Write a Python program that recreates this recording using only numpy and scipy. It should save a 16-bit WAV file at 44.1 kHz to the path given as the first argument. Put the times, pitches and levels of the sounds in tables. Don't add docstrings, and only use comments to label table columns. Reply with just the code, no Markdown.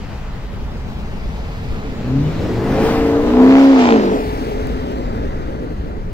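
import sys
import numpy as np
from scipy import signal
from scipy.fft import rfft, irfft, next_fast_len
from scipy.io import wavfile
from scipy.ndimage import uniform_filter1d, map_coordinates

SR = 44100
rng = np.random.default_rng(int(sys.argv[2]) if len(sys.argv) > 2 else 0)


def ratio_of_db(decibels):
    return 10 ** (np.asarray(decibels, float) / 20)


def store_wav(level_fs):
    pcm = np.round(np.clip(np.atleast_2d(level_fs), -1, 1) * 32767)
    wavfile.write(sys.argv[1], SR, pcm.T.astype(np.int16))


N = 270330

# t/s, left lag/samples, left minus right/dB,
# direct share/0-1
BEARING = [(0, 1.5, 2, 0.53), (.5, 2.5, 1, 0.46), (1.1, 8.5, 2, 0.5), (1.9, 10, 0, 0.6),
           (2.1, -5, 1.5, 0.3), (2.5, 1, 1.5, 0.6), (2.9, -3.5, 1.5, 0.8), (3.3, -4.5, 1.4, 0.34),
           (3.7, -8.5, 0, 0.3), (4.1, -16, .5, 0.7), (4.3, -20, 2.5, 0.88), (4.7, -21, 2, 0.74),
           (5.1, -22, 1.5, 0.82), (6.13, -19.5, 2, 0.5)]
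# t/s, level/dB
TYRES = [(0, -46), (.63, -48.5), (1.67, -44.5), (2.2, -44), (2.3, -41), (2.62, -41), (2.87, -33.5),
         (3.02, -37), (3.2, -40.5), (3.4, -37), (3.6, -32), (3.77, -33), (3.8, -29), (3.91, -30),
         (3.96, -34.5), (4.2, -40), (4.55, -43), (6.13, -53.5)]
# t/s, level/dB
GAS_FLOW = [(0, -37.5), (1, -34.5), (1.6, -34), (2.24, -29), (2.4, -24.5), (2.72, -23.5), (2.84, -16.5),
            (3.0, -32), (3.3, -21.5), (3.56, -28), (3.78, -29.5), (3.92, -16.5), (4.15, -20), (4.3, -30),
            (4.55, -26), (4.8, -27), (5.2, -25), (6.13, -31.5)]
LIFT_S = 4.15
THROB_AT = .59


def unit(x):
    return x / np.sqrt(np.mean(x ** 2) + 1e-20)


def curves(rows):
    s, *cols = np.transpose(rows)
    return [np.interp(np.arange(N) / SR, s, c) for c in cols]


def wobble(rate):
    coarse = np.arange(0, N + 32, 32)
    knots = rng.standard_normal(int(N * rate / SR) + 4)
    return np.interp(np.arange(N), coarse, map_coordinates(knots, [coarse * rate / SR]))


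def gate(s, takes_s):
    return .5 + .5 * np.tanh((np.arange(N) / SR - s) / takes_s)


def bump(s, rise_s, fall_s):
    d = np.arange(N) / SR - s
    return np.exp(-(d / np.where(d < 0, rise_s, fall_s)) ** 2)


def filtered(x, response):
    m = next_fast_len(N + SR // 2)
    return irfft(rfft(x, m) * response(np.fft.rfftfreq(m, 1 / SR)), m)[..., :N]


def colour(points):
    f, db = np.transpose(points)
    return lambda hz: ratio_of_db(np.interp(np.log(hz + 1), np.log(f + 1), db))


def peaks(modes, hz):
    return np.sqrt(sum(ratio_of_db(2 * db) / (1 + ((hz ** 2 - c * c) / ((hz + 1) * w)) ** 2) for c, w, db in modes))


def noise(response, patchy_db):
    z = signal.stft(rng.standard_normal((3, N)), nperseg=512)[2]
    field = uniform_filter1d(rng.standard_normal(z.shape[1:]), size=6, axis=0)
    field = uniform_filter1d(field, size=12, axis=1)
    patchy = signal.istft(z * ratio_of_db(patchy_db * unit(field)), nperseg=512)[1][:, :N]
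    return unit(filtered(patchy, response))


def both_ports(response, patchy_db, own):
    common, left, right = noise(response, patchy_db)
    return unit(np.array([common + own * left, 0.88 * (common + own * right)]))


def traffic():
    # f/Hz, level per Hz/dB
    drone = [(50, -120), (75, -0.5), (110, -0.5), (170, -5), (220, -6), (270, -18), (350, -120)]
    swell_db = 6.5 * bump(2.8, 0.92, 0.38)
    duck_db = -11.5 * bump(3.74, 0.058, 0.083)
    return ratio_of_db(-30.5 + swell_db + duck_db) * both_ports(colour(drone), 1.0, own=0.16)


def wind():
    # t/s, level/dB
    wind_levels = [(0.0, -28), (0.01, -28), (1.55, -26), (1.59, -35), (1.72, -22.5), (1.83, -29.5), (2.99, -27),
                   (3.12, -34), (3.28, -25.5), (3.64, -38), (4.76, -23.5), (4.83, -28.5), (4.97, -24),
                   (5.57, -26.5), (5.6, -30), (5.86, -25), (5.89, -28.5), (6.13, -25)]
    # f/Hz, level per Hz/dB
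    rumble = [(8, -39), (12, 4.5), (27, -1.5), (59, 1.5), (80, -9.5), (100, -25.5), (140, -120)]
    wind_db = curves(wind_levels)[0] + wobble(14)
    buffet = np.tanh(.6 * both_ports(colour(rumble), .8, own=.38))
    return ratio_of_db(wind_db + 1.5) * unit(buffet)


def grit():
    # t/s, peak level/dB
    ticks = [(2.08, -40.5), (2.239, -37), (3.907, -40.5), (4.2494, -42), (4.4957, -39.5), (4.5294, -43.5),
             (4.6708, -33.5), (4.9174, -43.5), (5.055, -53), (5.1594, -49.5)]
    out, t = np.zeros(N), np.arange(400) / SR
    for s, db in ticks:
        decay = ratio_of_db(db - 5 - 60 * t / .008)
        out[round(s * SR):][:len(t)] += decay * np.diff(rng.standard_normal(len(t) + 1))
    return out * ratio_of_db([[3], [-3]])


def squeaks():
    # start t/s, length/s, f/Hz, level/dB, pitch blur/Hz
    tones = [(0, .4, 7000, -64, 60), (1.2, 1.0, 448, -41, 4), (1.82, .27, 6900, -60, 60),
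             (2.225, .065, 2940, -46, 90), (2.3, .055, 2940, -48, 90), (4.298, .018, 880, -25, 20)]
    t, out = np.arange(N) / SR, np.zeros(N)
    for s, length, hz, db, blur_hz in tones:
        shape = np.abs(np.sin(np.pi * np.clip((t - s) / length, 0, 1)) ** .35)
        phase = 2 * np.pi * np.cumsum(hz + blur_hz * wobble(55)) / SR
        out += ratio_of_db(db + 1.9 * wobble(40)) * shape * np.sin(phase)
    return out


def tyre_hiss(near_db, flutter):
    # f/Hz, level per Hz/dB
    treble = [(6000, -120), (7500, 3), (10000, 1), (13000, 1.5), (15700, 3.5), (15800, -43.5),
              (16400, -120)]
    fan_db = 5.5 * bump(2.8, .25, 0.46)
    masked_db = -7 * bump(3.86, 0.14, 0.11)
    wake_db = 5 * bump(4.3, 0.19, 0.37)
    level_db = -61 + 0.78 * near_db + fan_db + masked_db + wake_db
    lean = ratio_of_db([[0], [1.2], [-1.2]])
    return ratio_of_db(level_db + 0.8 * flutter + .7 * wobble(22)) * lean * noise(colour(treble), .8)


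def tyre_rush(puff, flutter):
    # f/Hz, level per Hz/dB
    tread = [(1200, -120), (1700, -8.5), (2300, -0.5), (3300, -6), (4800, -9.5), (6000, -14.5),
             (7500, -18.5), (9000, -44), (11000, -120)]
    level_db = curves(TYRES)[0] + 1.8 + .4 * flutter
    return ratio_of_db(level_db) * unit(puff ** .3) * noise(colour(tread), 1.2)


def tyre_roar(near_db, puff):
    # f/Hz, level per Hz/dB
    asphalt = [(400, -120), (560, -10), (700, -6), (850, -5.5), (1050, -9.5), (1300, -10.5), (1700, -14),
               (2100, -16), (2800, -120)]
    gas_db = curves(GAS_FLOW)[0]
    load = gate(2.54, .12) * (1 - .5 * gate(LIFT_S, .08)) * (1 - gate(5.7, 0.31))
    level_db = -38.5 + 0.51 * near_db + 0.068 * (gas_db - gas_db[0]) + 5.5 * load
    return ratio_of_db(level_db) * unit(puff ** .4 * noise(colour(asphalt), 1.2))


def burble(flutter):
    # f/Hz, width/Hz, level/dB
    throat = [(238, 64, 2), (350, 72, -14), (431, 18, -3), (603, 810, -5.5)]

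    def response(hz):
        low_cut = hz ** 4 / (hz ** 4 + 200 ** 4)
        return peaks(throat, hz) * low_cut / (1 + (hz / 620) ** 8)

    return ratio_of_db(curves(GAS_FLOW)[0] - 1.2) * unit(ratio_of_db(flutter) * noise(response, 1.5))


def road(turns):
    near_db = curves(TYRES)[0]
    near_db = near_db - near_db[0]
    share = np.clip(curves(BEARING)[2], 0, 1)
    puff = ratio_of_db(np.cos(4 * np.pi * (turns - THROB_AT)) + 2 * np.cos(16 * np.pi * turns))
    flutter = wobble(28)
    layers = [(burble(flutter), .5 + share / 2),
              (tyre_roar(near_db, puff), share),
              (tyre_rush(puff, flutter), .66 * share),
              (tyre_hiss(near_db, flutter), 0.19 * share)]
    direct = sum(np.sqrt(np.clip(s, 0, 1)) * x[0] for x, s in layers)
    scattered = sum(np.sqrt(np.clip(1 - s, 0, 1)) * x[1:] for x, s in layers)
    return direct, scattered


def bank_cracks(turns):
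    # t/s, peak level/dB
    fronts_db = [(2.6, -52), (2.85, -24), (3.1, -32), (3.3, -22), (3.55, -5.5), (3.7, -17), (3.9, 0.5),
                 (4.0, -15.5), (4.16, -34)]
    half = np.floor(2 * turns - .12)
    at = np.flatnonzero(np.diff(half)) + 1
    weak_bank_db = 4 * (1 - half[at] % 2)
    peak_db = curves(fronts_db)[0][at] - weak_bank_db + 2.5 * rng.standard_normal(len(at))
    fronts = np.zeros(N)
    fronts[at] = (at < (LIFT_S + .03) * SR) * ratio_of_db(peak_db)
    u = np.arange(400) / SR / .0002
    crack = signal.fftconvolve(fronts, (1 - u) * np.exp(-u))[:N]
    return signal.sosfilt(signal.butter(4, [450, 3200], "band", fs=SR, output="sos"), crack)


def order(turns, k, drift):
    scatter = (.95 if k > 16 else 3) * rng.normal()
    phase = 2 * np.pi * (k * (turns - THROB_AT) + .25)
    return np.sqrt(2) * np.sin(phase + scatter + drift * wobble(10))


def engine():
    # t/s, cycle rate/Hz
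    revs = [(1.6, 12.5), (1.9, 14.2), (2.0, 14.3), (2.35, 20.44), (2.53, 22.69), (2.8, 27.32), (2.9, 28.55),
            (3.09, 28.2), (3.17, 28.45), (3.52, 33.43), (3.6, 34.0), (3.71, 33.9), (3.79, 32.24),
            (3.97, 27.12), (4.06, 24.94), (4.17, 23.2), (4.3, 22.4), (5.4, 20.0)]
    # t/s, firing thump/dB, pipe ringing/dB, cylinder unevenness/dB
    effort = [(1.6, -55, -55, -49), (1.95, -38, -29, -43.5), (2.17, -17.5, -17, -40),
              (2.28, -18, -32.5, -49), (2.44, -33.5, -28.5, -41.5), (2.6, -29, -18.5, -39.5),
              (2.8, -25.5, -22, -27), (2.9, -26.5, -23, -29), (3.16, -33, -16.5, -31.5),
              (3.27, -23.5, -15.5, -33), (3.41, -7, -16.5, -23), (3.71, -7, -20, -28),
              (3.88, -14, -19, -26.5), (3.97, -17.5, -11.5, -29), (4.13, -25, -20, -33),
              (4.24, -63, -48, -38.5), (4.45, -55, -36, -44), (5.4, -48, -46, -43)]
    # t/s, level/dB
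    intake = [(2.2, -50), (2.38, -27), (2.55, -25), (2.75, -25), (2.9, -34), (3.1, -45), (3.3, -60)]
    # f/Hz, width/Hz, level/dB
    pipe = [(200, 60, -6), (268, 28, 3), (330, 80, -8), (432, 28, 2), (545, 45, -6), (690, 70, -7),
            (815, 77, -7), (989, 100, -7), (1300, 300, -14)]
    # f/Hz, width/Hz, level/dB
    tailpipe = [(279.5, 67, -0.5), (351, 40, -5), (384, 21, -8), (447.2, 27.5, 1.5), (546, 21, 0.5)]
    # multiple of the cycle, level/dB
    drivers = [(10, -1.5), (14, -1.5), (16, -1)]
    # multiple, start t/s, level/dB, fade/dB per s
    coasting = [(12, 4.1, -23, 15), (19, 4.2, -28, 30)]
    # multiple of the cycle, level/dB
    unequal = [(4, -8), (6, -1), (7, -2), (9, -3), (11, 2), (12, 2), (13, 0), (15, -5), (17, -8)]
    (hz,), (firing_db, ring_db, uneven_db) = curves(revs), curves(effort)
    t = np.arange(N) / SR
    turns = np.cumsum(hz) / SR
    grid = np.arange(2000.)
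    ring, sharp = peaks(pipe, grid), peaks(tailpipe, grid) ** 2

    strong = ratio_of_db(firing_db + .3) * order(turns, 8, .1)
    strong += ratio_of_db(curves(intake)[0]) * order(turns, 5, .1)
    for k, db in drivers:
        k = round(k)
        level = ratio_of_db(ring_db + db + 1.5 * wobble(12))
        strong += level * np.interp(k * hz, grid, sharp) * order(turns, k, .2)
    for k, s, db, fade_db in coasting:
        level = ratio_of_db(db - fade_db * abs(t - s) + 2 * wobble(9))
        strong += gate(s, .03) * level * order(turns, k, .3)

    shade_db = -0.3728 + (-0.1667 + 0.3728) * gate(3.5, 0.076)
    upper = [(k, 8 - .38 * (k - 18) - 6.5 * (k % 2)) for k in range(18, 45)]
    weak = np.zeros(N)
    for k, db in [*unequal, *upper]:
        shaded_db = shade_db * min(max(k - 10, 0), 16)
        level = ratio_of_db(db + shaded_db + 3.5 * wobble(5 + k / 3))
        weak += level * np.interp(k * hz, grid, ring) * order(turns, k, .15 + k / 150)

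    heard = gate(1.75, .08) * (1 - gate(5.25, .08))
    return heard * (strong + ratio_of_db(uneven_db - .3) * weak + 2.0 * bank_cracks(turns)), turns


def place(direct, scattered):
    lag, pan_db = curves(BEARING)[:2]
    ports = []
    for side in (1, -1):
        arrival = np.arange(N) - side * lag / 2
        ports.append(map_coordinates(direct, [arrival], order=5, mode="nearest"))
    return (np.array(ports) + scattered) * ratio_of_db([pan_db / 2, -pan_db / 2])


def scene():
    exhaust, turns = engine()
    direct, scattered = road(turns)
    car = place(exhaust + direct + squeaks(), scattered)
    return car + wind() + traffic() + grit()


def band_limit(x):
    return signal.sosfilt(signal.butter(12, 16320, fs=SR, output="sos"), x)


def record(dry):
    rounded = dry / (1 + np.abs(dry) ** 6) ** (1 / 6)
    band = filtered(rounded, lambda hz: hz < 15750)
    return band_limit(band)


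dry = scene()
out = record(dry)
store_wav(out)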